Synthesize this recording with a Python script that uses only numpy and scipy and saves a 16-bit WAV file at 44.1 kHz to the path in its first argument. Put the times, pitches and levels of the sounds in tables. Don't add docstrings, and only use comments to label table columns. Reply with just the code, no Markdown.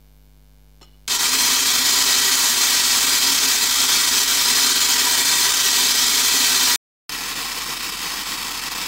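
import sys
import numpy as np
from scipy import signal
from scipy.fft import rfft, irfft, next_fast_len
from scipy.io import wavfile
from scipy.ndimage import uniform_filter1d, map_coordinates

SR = 44100
rng = np.random.default_rng(int(sys.argv[2]) if len(sys.argv) > 2 else 0)


def how_loud(loudness_db):
    steps = np.asarray(loudness_db, float) / 20
    return 10 ** steps


def transcribe(signal):
    frames = np.atleast_2d(signal).T
    limited = np.clip(frames, -1, 1)
    pcm = np.round(limited * 32767).astype(np.int16)
    wavfile.write(sys.argv[1], SR, pcm)


N = 391166

# (frequency [Hz], level [dB per Hz])
HISS_COLOUR = [(40, -3), (120, -1), (300, -6), (700, -14.5), (1300, -18.5), (8000, -21), (12500, -18.5),
               (16000, -19)]
# (frequency [Hz], level [dB])
SPIKE_COLOUR = [(300, -32.5), (2000, 1.5), (4500, 3.5), (10000, -6.5), (14500, 2), (16000, -7.5)]
# (time [s], peak level [dB], thud relative to it [dB], rattle 60 dB decay time [s])
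VALVE_CONTACTS = [
    (0.812, -38, 7.5, 0.035),
    (0.817, -34.5, 0, 0.029),
    (0.827, -34, -5, 0.053),
    (0.8414, -40, -5, 0.04),
]
# (frequency [Hz], width [Hz], level [dB])
VALVE_BODY = [(2010, 80, -11.5), (2930, 26, 7), (3100, 60, -8), (3440, 80, -4), (4190, 60, 2),
              (5400, 70, 4.5), (6900, 150, -8), (7300, 120, -5), (8070, 40, -16), (9380, 100, -16),
              (10800, 120, -23), (12900, 120, -16)]
# (frequency [Hz], width [Hz], level [dB])
PIPE_MODES = [(350, 75, 4), (905, 170, -6), (1240, 76, -2)]
# (water heard from [s], water heard until [s], drumming level [dB], splash relative to drumming [dB])
SHOWERS = [
    (1.078, 6.76, -17, -8),
    (7.0934, 9.0, -27, -8),
]
# (time [s], depth [dB], half length [s])
STREAM_BREAKS = [(1.094, 6.5, .013), (1.181, 7, 0.015), (1.313, 4, .012), (1.842, 3.5, .015),
                 (3.372, 5, .01), (3.61, 1.5, .018), (3.877, 2, .01), (4.743, 5.5, 0.015), (5.029, 2, .012),
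                 (5.245, 7, .008), (5.535, 3.5, .008), (5.937, 3, .012), (7.351, 5.5, .012), (7.65, 3, .01),
                 (7.714, 0, .014), (7.992, 0, .03), (8.256, 4.5, .008), (8.397, 2.5, .014),
                 (8.698, 9.5, 0.011)]
# (frequency [Hz], level [dB per Hz])
SPLASH_COLOUR = [(5000, -30), (8000, -17.5), (10500, -7.5), (12000, -3), (13300, -2), (14500, 1),
                 (16000, -1)]
# (frequency [Hz], level [dB per Hz])
BARE_BROAD = [(40, -46), (70, -20), (320, -19), (590, -16), (740, -8), (880, -9), (2500, -7), (2850, -8.5),
              (3120, -1), (4400, -2), (5400, -1), (5700, -2.5), (7600, -8.5), (8700, -7.5), (12500, -18),
              (16000, -30)]
# (frequency [Hz], level [dB per Hz])
DAMPED_BROAD = [(40, -50), (70, -23.5), (200, -6.5), (400, -14.5), (472, -5.5), (600, -21), (730, -4.5),
                (1080, -3.5), (1590, -4), (2860, -6), (4800, -6), (5330, -3.5), (5480, -6.5), (7900, -9),
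                (12500, -20), (16000, -46)]
# (frequency [Hz], width [Hz], level [dB])
BARE_MODES = [(264, 34, -10), (969, 43, -7), (1220, 28, -8), (1350, 18, -8), (1550, 38, -7),
              (1925, 55, -5), (2330, 61, -7), (2600, 48, -7), (3605, 55, -5.5), (4195, 58, -1),
              (4510, 32, -4), (4862, 55, -2.5), (5248, 55, -4.5), (6034, 45, -3), (6380, 35, -1),
              (6720, 34, -2), (7030, 180, -7.5), (7540, 190, -6.5), (7850, 33, -5), (8200, 36, -4)]
# (frequency [Hz], width [Hz], level [dB])
BARE_FURTHER = [(385, 22, -13), (428, 22, -14), (1140, 22, -10), (2200, 22, -8), (3100, 30, -8),
                (3820, 22, -6), (3907, 22, -5)]
# (frequency [Hz], width [Hz], level [dB])
BARE_TREBLE = [(10130, 60, -14), (11120, 60, -14), (11700, 55, -13)]
# (frequency [Hz], width [Hz], level [dB])
DAMPED_STRONG = [(280, 110, -5), (1090, 110, 0), (1930, 74, -2), (2360, 40, -3), (2650, 170, -3),
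                 (3110, 74, -2), (3370, 51, -2), (3790, 71, -2), (4490, 110, -3), (5050, 430, -2),
                 (6540, 80, -5), (7630, 240, -7)]

MAINS_HZ = 50.05
TOP_HZ = 15790
IR = 2 ** 15
OPENS_S, WEAK_START_DB, BUILD_S = 0.98, 5.5, 0.17
SPLASH_GAP = 1.4
RETURN_SHARE = .5
WANDER_DB = .9


def unit(x):
    return x / np.sqrt(np.mean(x ** 2) + 1e-20)


def along(points, hz):
    f, level = np.transpose(points)
    return np.interp(np.log(hz + 1), np.log(f + 1), level)


def wobble(rate):
    return map_coordinates(rng.standard_normal(4000), [np.arange(N) * rate / SR], mode="wrap")


def filtered(x, response):
    m = next_fast_len(N + 8192)
    return irfft(rfft(x, m) * response(np.fft.rfftfreq(m, 1 / SR)), m)[:N]


def causal(gain):
    c = irfft(np.log(gain + 1e-6))
    c = np.r_[c[0], 2 * c[1:IR // 2], np.zeros(IR // 2)]
    return irfft(np.exp(rfft(c)))[:IR // 2]


def peak(hz, centre, width):
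    return 1 / (1 + (2 * (hz - centre) / width) ** 2)


def mode_power(hz, modes, level_db=0, width_share=1):
    return sum(how_loud(db + level_db) ** 2 * peak(hz, centre, width_share * width) for centre, width, db in modes)


def resonator(modes, floor_db):
    hz = np.fft.rfftfreq(IR, 1 / SR)
    power = mode_power(hz, modes) + how_loud(floor_db) ** 2 * peak(hz, 2500, 4000)
    body = causal(np.sqrt(power))
    return body / np.linalg.norm(body)


def tiles(x, gain):
    hz, _, z = signal.stft(x, SR, nperseg=1024)
    draw = rng.random((len(hz) // 8 + 1, z.shape[1] // 2 + 1))
    draw = draw.repeat(8, axis=0).repeat(2, axis=1)[:len(hz), :z.shape[1]]
    loud = np.abs(z).mean(axis=0) > how_loud(-75)
    return signal.istft(z * gain(hz[:, None], draw, loud), SR, nperseg=1024)[1][:N]


def running():
    t = np.arange(N) / SR
    return (t < SHOWERS[0][1]) | (t > SHOWERS[1][0])


def electronics():
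    t = np.arange(N) / SR
    hiss = how_loud(-64.5) * unit(filtered(rng.standard_normal(N), lambda hz: how_loud(along(HISS_COLOUR, hz))))
    whine = how_loud(-68.5) * np.sin(2 * np.pi * 14040 * t) * np.clip((.275 - t) / .01, 0, 1)
    return hiss + whine - .0013


def mains():
    t, hz = np.arange(N) / SR, np.fft.rfftfreq(IR, 1 / SR)
    halves = 2 * MAINS_HZ * (t - .3066)
    sine = how_loud(-55) * np.cos(np.pi * halves - .4)
    sign = 1 - 2 * (np.floor(halves) % 2)
    cut_in = how_loud(-47.5) * (sign + .03) * np.exp(-((halves % 1) / 0.3) ** 5)
    cable = causal(np.sqrt(peak(hz, 0, 5000) + how_loud(7.5) ** 2 * peak(hz, 12870, 300)))
    early = np.floor(halves + .155)
    early_sign = 1 - 2 * (early % 2)
    switch = np.diff(early, prepend=early[0]) * early_sign * how_loud(.3 * rng.standard_normal(N))
    spikes = how_loud(-37.0) * signal.fftconvolve(switch, causal(how_loud(along(SPIKE_COLOUR, hz))))[:N]
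    return signal.fftconvolve(cut_in, cable)[:N] + sine + spikes


def valve():
    t = np.arange(SR // 4) / SR
    rise = 1 - np.exp(-t / .001)
    rattles, thuds, echoes = np.zeros((3, N))
    for s, db, thud_db, t60 in VALVE_CONTACTS:
        here = slice(round(s * SR), round(s * SR) + len(t))
        burst = how_loud(db - 5.5 - 60 * t / np.clip(t60, .01, .1)) * rise
        echo = how_loud(db - 21.5 - 60 * t / 0.59) * rise
        rattles[here] += burst * rng.standard_normal(len(t))
        thuds[here] += how_loud(thud_db) * burst * rng.standard_normal(len(t))
        echoes[here] += echo * rng.standard_normal(len(t))
    echoes = filtered(echoes, lambda hz: 1 / (1 + (hz / 4600) ** 6))
    body_ring = signal.fftconvolve(rattles + echoes, resonator(VALVE_BODY, floor_db=-18))
    pipe_thud = signal.fftconvolve(thuds + 0.33 * echoes, resonator(PIPE_MODES, floor_db=-25))
    return (body_ring + pipe_thud)[:N]


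def drops(share, spread_db):
    chance, size = rng.random(N), rng.standard_normal(N)
    return (chance < share) * how_loud(spread_db * size) * rng.standard_normal(N)


def stream():
    t = np.arange(N) / SR
    level_db = -WEAK_START_DB * np.exp(-np.abs(t - OPENS_S) / BUILD_S)
    for s, depth_db, half in STREAM_BREAKS:
        length = half * np.where(t > s, RETURN_SHARE, 1)
        level_db = level_db - depth_db * np.exp(-((t - s) / length) ** 2)
    return level_db


def wander(x):
    z = signal.stft(x, nperseg=1024)[2]
    field = uniform_filter1d(rng.standard_normal(z.shape), size=7, axis=0)
    field = uniform_filter1d(field, size=18, axis=1)
    return signal.istft(z * how_loud(WANDER_DB * unit(field)), nperseg=1024)[1][:N]


def sheet(broad, modes, broad_db, minor_db, minor_width, count):
    hz = np.fft.rfftfreq(IR, 1 / SR)
    crowd = rng.random((count, 2))
    lesser = sum(how_loud(minor_db + 5 * b) ** 2 * peak(hz, 900 + 12000 * a, minor_width) for a, b in crowd)
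    power = how_loud(along(broad, hz) + broad_db) ** 2 * (1 + lesser)
    return causal(np.sqrt(power + mode_power(hz, modes, level_db=-1, width_share=.85)))


def shower(run, response, spread_db, lull_db, flutter_db):
    start, end, drum_db, splash_db = run
    t = np.arange(N) / SR
    gust = .3 * wobble(25) + .8 * wobble(85) + .85 * wobble(170)
    lull = -lull_db * np.log1p(np.exp(np.minimum(1.33 * gust, 3.5)))
    blows = drops(.5, spread_db) * how_loud(lull + stream())
    drum = unit(wander(signal.fftconvolve(blows, response)[:N]))
    flutter = flutter_db * (wobble(90) + .8 * wobble(170))
    spray = drops(.6, spread_db) * how_loud(lull + SPLASH_GAP * stream() + flutter)
    splash = how_loud(splash_db) * unit(filtered(spray, lambda hz: how_loud(along(SPLASH_COLOUR, hz))))
    return how_loud(drum_db) * (drum + splash) * (t > start) * (t < end)


def scene():
    bare_modes = BARE_MODES + BARE_FURTHER + BARE_TREBLE
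    bare = sheet(BARE_BROAD, bare_modes, broad_db=-11.5, minor_db=2.0, minor_width=13, count=250)
    damped = sheet(DAMPED_BROAD, DAMPED_STRONG, broad_db=-3.5, minor_db=1.5, minor_width=19, count=140)
    first = shower(SHOWERS[0], bare, spread_db=1.1, lull_db=1.8, flutter_db=.75)
    second = shower(SHOWERS[1], damped, spread_db=2.5, lull_db=2.1, flutter_db=.6)
    background = running() * (mains() + electronics())
    mono = first + second + valve() + background
    return np.array([mono, mono])


def band_limit(x):
    return signal.sosfilt(signal.butter(12, 16870, fs=SR, output="sos"), x)


def record(dry):
    mono = dry[0] / (1 + np.abs(dry[0] / .47) ** 4) ** (1 / 4)

    def treble_gain(hz, draw, loud):
        weak_share = .02 * (hz > 8500) + .07 * (hz > 12500) + .25 * peak(hz, 13400, 396)
        return np.where(loud & (draw < weak_share), how_loud(-9), 1) * (hz < TOP_HZ)

    def side_gain(hz, draw, loud):
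        rare = .012 * (hz < 1000) + 0.0054 * (hz > 4000) + 0.044 * (hz > 8500) + .04 * (hz > 13500)
        parted_share = np.where(loud, rare, 0.58 * peak(hz, 10000, 6000) ** 2)
        return how_loud(-16.0) * (draw < parted_share)

    mono = tiles(mono, treble_gain)
    side = tiles(mono, side_gain)
    return band_limit(np.array([mono + side, mono - side]))


dry = scene()
out = record(dry)
transcribe(out)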